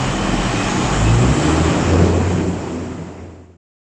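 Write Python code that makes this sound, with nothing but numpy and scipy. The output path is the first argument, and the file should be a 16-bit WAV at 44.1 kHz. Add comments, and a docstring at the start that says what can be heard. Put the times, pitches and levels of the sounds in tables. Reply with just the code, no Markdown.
"""An open yard: a six-cylinder diesel tractor revs up from idle and pulls away with its trailer.
Sine-tone exhaust beats rise over a filtered-noise roar with pipe resonances, block clatter with ringing
panels and turbo hiss. A two-tone hum keeps its own pitch; narrow whines, low surges, bright rushes and
a faint top hiss fill in. The fader closes along a curve to silence."""
import sys
import numpy as np
from scipy import signal
from scipy.io import wavfile
from scipy.ndimage import uniform_filter1d

SR = 44100
rng = np.random.default_rng(int(sys.argv[2]) if len(sys.argv) > 2 else 0)


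def generate_wav(sig):
    """Save sig (samples, or channels by samples) to the path in sys.argv[1] as 16-bit PCM at SR."""
    pcm = np.round(np.clip(np.atleast_2d(sig).T, -1, 1) * 32767).astype(np.int16)
    wavfile.write(sys.argv[1], SR, pcm)


def natural_amplitude(level_db):
    """Convert a level in decibels to a linear amplitude factor, elementwise."""
    exponent = np.asarray(level_db, float) / 20
    return 10 ** exponent


N = 176400  # 4 s

# engine run: t/s, mean firing rate f/Hz, exhaust beat level/dB, its octave level/dB, load/0-1, clatter gain/dB
ENGINE_RUN = [(0, 44.1, -35, -33, 0.03, -1), (.3, 43.65, -28, -32.5, 0.22, -1.5),
              (.42, 45.05, -23.5, -44, 0.16, -0.5), (.55, 47.45, -31, -36, 0.05, 0.5),
              (.78, 48.1, -37, -46, 0.24, 0), (.92, 49.34, -26.5, -32.5, 0.25, 0),
              (1.05, 53.6, -17.5, -16, 0.31, -1.5), (1.17, 58.54, -18.5, -15, 0.2, -1),
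              (1.2, 60.5, -29, -16, 0.7, -2), (1.23, 61.66, -29, -14.5, 0.6, -1),
              (1.27, 64.4, -18.5, -21.5, 0.54, -2), (1.32, 66.13, -17, -29, 0.44, -2),
              (1.37, 70.22, -35.5, -20, 0.5, -1), (1.44, 75.2, -28.5, -22, 0.3, 0.5),
              (1.5, 78.8, -20.5, -25, 0.52, 0.5), (1.66, 80.76, -17.5, -21.5, 0.37, 0),
              (1.71, 81.3, -37.5, -28, 0.75, 0.5), (1.82, 83.86, -28.5, -37, 0.75, 0.5),
              (1.89, 86, -15.5, -38, 0.81, 1), (2.02, 88.1, -11, -18, 0.97, 1),
              (2.15, 87.8, -14, -31.5, 0.98, -1), (2.3, 91.13, -12.5, -24, 0.86, 0),
              (2.38, 90.85, -14, -22, 1, 0), (2.5, 88.9, -17, -13.5, 0.95, -1),
              (2.68, 86.34, -25.5, -40, 0.88, -0.5), (2.82, 87.65, -16, -33, 0.86, 0),
              (3.0, 86.75, -25, -17, 0.87, -1), (3.2, 87.5, -13.5, -30, 1, -0.5),
              (3.58, 85.1, -10.5, -16.5, 0.76, -2)]


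def evened(x):
    """Scales to rms 1."""
    return x / np.sqrt(np.mean(x ** 2) + 1e-20)


def column(table, order, t):
    """Reads one column of a time table, with straight lines between its rows."""
    rows = np.array(table, float)
    return np.interp(t, rows[:, 0], rows[:, order])


def read(points, hz):
    """Reads a spectrum on a log-frequency axis."""
    f, value = np.transpose(points)
    return np.interp(np.log(hz + 1), np.log(f + 1), value)


def unit(points, hz):
    """Spectrum in dB, scaled to a common total power so that only its colour counts."""
    db = read(points, hz)
    return db - 10 * np.log10(np.sum(natural_amplitude(db) ** 2) * 2)


def slow(rate_hz):
    """Slow random drift of rms 1: sixteen sines up to rate_hz, the slower ones stronger."""
    t = np.arange(0, N + 256, 256) / SR
    wave = 0
    for f in np.geomspace(rate_hz / 10, rate_hz, num=16):
        wave = wave + np.sin(2 * np.pi * (f * t + rng.random())) / np.sqrt(f)
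    return np.interp(np.arange(N) / SR, t, evened(wave))


def fuzzy(hz, width_hz, steady=0):
    """Noise through a triple resonance that follows the curve hz; steady 0-1 evens it towards a tone."""
    r = np.exp(-np.pi * width_hz * 1.3 / SR)  # each pass is wider, as three in a row narrow the band
    z = rng.standard_normal(len(hz)) + 1j * rng.standard_normal(len(hz))
    for _ in range(3):
        z = signal.lfilter([1 - r], [1, -r], z)
    z = z / (abs(z) + 1e-9) ** steady
    carrier = np.exp(2j * np.pi * np.cumsum(hz) / SR)
    return evened((z * carrier).real)


def noise(field_db, size, patchy_db):
    """Random short-time spectra shaped by field_db(Hz, s), with drifting patches."""
    hop = size // 4
    frames, hz = N // hop + 5, np.fft.rfftfreq(size, 1 / SR)
    real, imaginary, patches = rng.standard_normal((frames, len(hz), 3)).T
    patches = uniform_filter1d(patches, size=10, axis=0)  # across frequency
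    patches = evened(uniform_filter1d(patches, size=8, axis=1))  # across time
    level_db = field_db(hz[:, None], np.arange(frames) * hop / SR) + patchy_db * patches
    z = (real + 1j * imaginary) * natural_amplitude(level_db)
    # the last factor makes up for the power lost where random frames overlap
    return signal.istft(z, nperseg=size, noverlap=size - hop)[1][:N] * np.sqrt(1.5)


def exhaust(t, firings):
    """Firing beat and octave as clean sines, with weaker upper orders that wander in level."""
    # upper orders: multiple of firing rate, level at full load and steady speed/dB
    upper_orders = [(2.5, -39), (3, -38), (3.5, -40), (4, -36), (4.5, -40), (5, -38), (6, -40)]
    idle_offset_db, wander_db = -0.5, 4.5
    rev_gain_db = .17  # per Hz/s of speed-up
    beat = natural_amplitude(column(ENGINE_RUN, 2, t)) * np.sin(2 * np.pi * firings)
    octave = natural_amplitude(column(ENGINE_RUN, 3, t)) * np.sin(4 * np.pi * firings + 1)
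    out = beat + octave
    speed_up = uniform_filter1d(np.gradient(column(ENGINE_RUN, 1, t)) * SR, size=8000)  # Hz/s
    offset_db = idle_offset_db * (1 - column(ENGINE_RUN, 4, t)) + rev_gain_db * np.clip(speed_up, 0, 35)
    for k, db in upper_orders:
        level = natural_amplitude(db + offset_db + wander_db * slow(6))
        out += level * np.sin(2 * np.pi * (k * firings + rng.random()))
    return np.sqrt(2) * out  # table levels are rms


def uneven(firings):
    """Gain of the gas flow: one part of the cylinder order is stronger, and each firing differs."""
    cycle_depth, spread_db = .15, 1.2
    draws = rng.standard_normal(round(firings[-1]) + 2)
    chance = np.interp(firings, np.arange(len(draws)), draws)
    cycle = 1 + cycle_depth * np.cos(2 * np.pi * firings / 3)  # once per three firings
    return evened(natural_amplitude(spread_db * chance) * cycle)


def roar(firings):
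    """Exhaust roar as noise: darker and louder under load, puffing with each firing."""
    # colour of the roar at idle: f/Hz, relative level per Hz/dB
    roar_idle = [(15, -33.5), (25, 3), (76, -6), (119, 7), (195, -7), (245, 0), (378, -7), (492, -7),
                 (757, -7.5), (1000, -11.5), (1300, -45.5), (2200, -120)]
    # colour of the roar at full load: f/Hz, relative level per Hz/dB
    roar_load = [(15, -60), (25, -22), (60, -16), (91, -5.5), (134, -6), (253, -6), (314, -5.5),
                 (462, -12.5), (669, -16.5), (1000, -21.5), (1300, -52), (2200, -120)]
    idle_db, load_db, puff_depth = -23, -9.5, .1

    def field(hz, s):
        load = column(ENGINE_RUN, 4, s)
        return (1 - load) * (unit(roar_idle, hz) + idle_db) + load * (unit(roar_load, hz) + load_db)

    puffs = 1 + puff_depth * np.cos(2 * np.pi * firings)
    return noise(field, size=2048, patchy_db=0.5) * puffs


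def pipe(t):
    """Resonances of the exhaust pipe as fuzzy bands that grow with load."""
    # pipe resonances: f/Hz, width/Hz, mean level at full load/dB
    pipe_bands = [(167.2, 72, -29), (253.2, 26, -27.5), (314.5, 50, -22), (424, 80, -29.5)]
    idle_db, wander_db = -10, 3
    load_db = idle_db * (1 - column(ENGINE_RUN, 4, t))
    out = np.zeros(N)
    for hz, width_hz, db in pipe_bands:
        out += natural_amplitude(db + load_db + wander_db * slow(8)) * fuzzy(np.full(N, float(hz)), width_hz)
    return out


def clatter(t, firings):
    """Block and drive-line noise with ringing panels, pulsing twice per firing; duller from further off."""
    # colour of the clatter at idle, close by: f/Hz, relative level per Hz/dB
    near_colour = [(290, -31), (500, -7), (844, 0), (953, -10), (1130, -1.5), (1630, -8.5), (1860, -6),
                   (2230, -12), (2490, -7.5), (2710, -12), (3060, -9), (3380, -14.5), (4570, -18),
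                   (7170, -18), (7810, -15.5), (9150, -35), (11900, -54), (20100, -120)]
    # colour of the clatter at speed, further off: f/Hz, relative level per Hz/dB
    far_colour = [(290, -33), (500, -4.5), (551, -4.5), (678, -5.5), (747, -3.5), (854, -17.5), (988, -5.5),
                  (1120, -6.5), (1390, -8), (2130, -14), (2490, -12.5), (3630, -22.5), (6430, -22),
                  (7530, -19.5), (8400, -47), (9150, -36.5), (11900, -72), (20100, -120)]
    # tractor drawing away: t/s, share of the far colour/0-1
    drawing_away = [(0, 0.088), (1.0, 0.041), (1.6, 0.38), (2.2, 0.75), (2.8, 1), (3.6, 1)]
    # ringing panels: f/Hz, width/Hz, level close by, ahead of the clatter gain/dB
    panels = [(827, 81, -41.5), (1088, 120, -38), (3050, 240, -46.5), (5360, 210, -47.5), (6900, 300, -45)]
    near_db, far_db, pulse_depth = -20.5, -20, .1

    def field(hz, s):
        far = np.clip(column(drawing_away, 1, s), 0, 1)
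        return (1 - far) * (unit(near_colour, hz) + near_db) + far * (unit(far_colour, hz) + far_db)

    body = noise(field, size=512, patchy_db=1.0)
    for hz, width_hz, db in panels:
        level = natural_amplitude(db + 2.5 * slow(8) - 2.9 * column(drawing_away, 1, t))
        body += level * fuzzy(np.full(N, float(hz)), width_hz)
    gain = natural_amplitude(column(ENGINE_RUN, 5, t) + 0.23 * slow(22))
    return body * gain * (1 + pulse_depth * np.cos(4 * np.pi * firings))


def turbo(t):
    """Broad hissing whistle near 7 kHz that comes up as the turbo spools."""
    # turbo whistle: t/s, centre f/Hz, mean level/dB
    whistle = [(0, 6940, -53), (.5, 6900, -62), (.7, 6610, -37), (1.0, 7330, -37.5), (1.5, 7521, -36.5),
               (1.9, 7370, -41.5), (2.3, 7400, -37.5), (3.58, 7355, -41.5)]
    level = natural_amplitude(column(whistle, 2, t) + 0.89 * slow(25))
    return level * fuzzy(column(whistle, 1, t), width_hz=1120)


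def hum(t):
    """Sine hum with its octave that does not follow the engine speed."""
    # hum: t/s, f/Hz, mean level/dB, mean octave level/dB
    hum_track = [(0, 196.6, -28, -35.5), (.5, 194.3, -29, -36), (.9, 189.5, -32.5, -35.5),
                 (1.3, 186.8, -28, -42), (1.7, 187, -42, -35.5), (2.1, 192, -32.5, -26),
                 (2.7, 189.1, -34, -25), (3.58, 183.4, -33, -23)]
    wander_db = 2
    phase = 2 * np.pi * np.cumsum(column(hum_track, 1, t)) / SR
    low = natural_amplitude(column(hum_track, 2, t) + wander_db * slow(8))
    high = natural_amplitude(column(hum_track, 3, t) + wander_db * slow(8))
    return np.sqrt(2) * (low * np.sin(phase) + high * np.sin(2 * phase))


def swells(rows, levels_db):
    """Gliding bands of resonant noise that swell and go, each under a rounded sine arch."""
    tone_under_hz = 70  # narrower bands hold their level more like a tone
    run_in = SR // 10  # lets the resonance settle before it is heard
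    out = np.zeros(N)
    for (start, length, from_hz, to_hz, width_hz), db in zip(rows, levels_db):
        u = np.arange(0, 1, 1 / (length * SR))
        at = round(start * SR)
        glide = np.pad(from_hz + (to_hz - from_hz) * u, (run_in, 0), "edge")
        steady = np.clip(1 - width_hz / tone_under_hz, 0, 1)
        band = fuzzy(glide, width_hz, steady)[run_in:]
        out[at:at + len(u)] += natural_amplitude(db) * np.sin(np.pi * u) ** 0.56 * band
    return out


def surges():
    """The exhaust roar surges briefly, in one low band at a time or several together."""
    # surges: start t/s, length/s, from f/Hz, to f/Hz, width/Hz
    surge_rows = [(0, .16, 135, 128, 20), (1.29, .06, 150, 170, 60), (1.36, .14, 270, 320, 40),
                  (1.7, .12, 300, 300, 40), (1.88, .32, 450, 420, 110), (1.86, .2, 560, 540, 60),
                  (2.3, .2, 370, 400, 80), (1.95, .12, 180, 160, 30), (2.3, .13, 170, 165, 30),
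                  (2.7, .28, 250, 252, 10), (2.96, .14, 165, 165, 30), (.4, .25, 108, 112, 20)]
    # their levels at the top of the swell: level/dB
    surge_db = [-22.5, -14.5, -23.5, -25.5, -18.5, -26, -20.5, -18, -11.5, -15, -14, -25]
    return swells(surge_rows, surge_db)


def whines():
    """Mostly narrow, slightly fuzzy whines that swell and go."""
    # whines: start t/s, length/s, from f/Hz, to f/Hz, width/Hz
    whine_rows = [(.53, .15, 2470, 2600, 10), (.58, .3, 820, 880, 15), (.34, .18, 5550, 5650, 150),
                  (.81, .05, 2410, 2420, 20), (1.03, .11, 2600, 2575, 10), (.86, .22, 780, 800, 25),
                  (0, .5, 3030, 3100, 190), (1.62, .16, 3000, 3060, 70), (.83, .07, 4250, 4200, 30),
                  (2.14, .1, 2520, 2520, 60), (2.95, .65, 640, 670, 120), (2.85, .75, 2000, 2000, 160),
                  (1.28, .32, 8700, 9000, 700)]
    # their levels at the top of the swell: level/dB
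    whine_db = [-34.5, -32.5, -45, -38, -34, -35, -41, -41, -44, -37, -27, -36, -54]
    return swells(whine_rows, whine_db)


def rushes(t):
    """Brief bright rushes of noise over the clatter, each under a bell-shaped envelope."""
    # rushes: peak t/s, length between the 1/e points/s, peak level/dB
    rush_rows = [(.84, .075, -33), (.52, .05, -35)]
    # colour of the rushes: f/Hz, relative level/dB
    rush_colour = [(1500, -29.5), (2200, -3.5), (4000, -4), (5500, -14), (10000, -28), (12000, -61.5)]
    shape = sum(natural_amplitude(db) * np.exp(-((t - s) / length) ** 2 * 4) for s, length, db in rush_rows)
    # 0 * s holds the colour over all frames
    return shape * noise(lambda hz, s: unit(rush_colour, hz) + 0 * s, size=256, patchy_db=1.5)


def air(t):
    """Faint top hiss that flickers as a whole and shares the clatter gain."""
    # colour of the hiss: f/Hz, relative level per Hz/dB
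    hiss_colour = [(8500, -32), (9800, -8.5), (11000, -7), (12500, -10.5), (14500, -13), (15300, -18),
                   (17000, -50.5)]
    mean_db, flicker_db = -66, .8  # mean ahead of the clatter gain
    hiss = noise(lambda hz, s: unit(hiss_colour, hz) + 0 * s, size=256, patchy_db=1.2)
    return natural_amplitude(mean_db + column(ENGINE_RUN, 5, t) + flicker_db * slow(70)) * hiss


def scene():
    """The tractor in the open: one slightly wandering firing count drives exhaust, roar and clatter."""
    t = np.arange(N) / SR
    speed_wander = 0.0037  # rms share of the firing rate
    firing_hz = column(ENGINE_RUN, 1, t) * (1 + speed_wander * slow(10))
    firings = np.cumsum(firing_hz) / SR
    mix = exhaust(t, firings)
    mix += uneven(firings) * (roar(firings) + pipe(t))
    mix += clatter(t, firings) + turbo(t) + hum(t)
    mix += surges() + whines() + rushes(t) + air(t)
    return mix[None]


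def band_limit(x):
    """A steep low-pass at the top of the band."""
    return signal.sosfilt(signal.butter(12, 15140, fs=SR, output="sos"), x)


def record(dry):
    """The fader closes along a square curve and is cut just before it reaches zero."""
    t = np.arange(N) / SR
    fade_from_s, fade_to_s, cut_s, cut_len_s = 1.57, 3.8, 3.57, 0.0045
    fader = np.clip((fade_to_s - t) / (fade_to_s - fade_from_s), 0, 1) ** 2
    cut = np.clip((cut_s - t) / cut_len_s, 0, 1)
    return band_limit(dry * fader * cut)


dry = scene()
out = record(dry)
generate_wav(out)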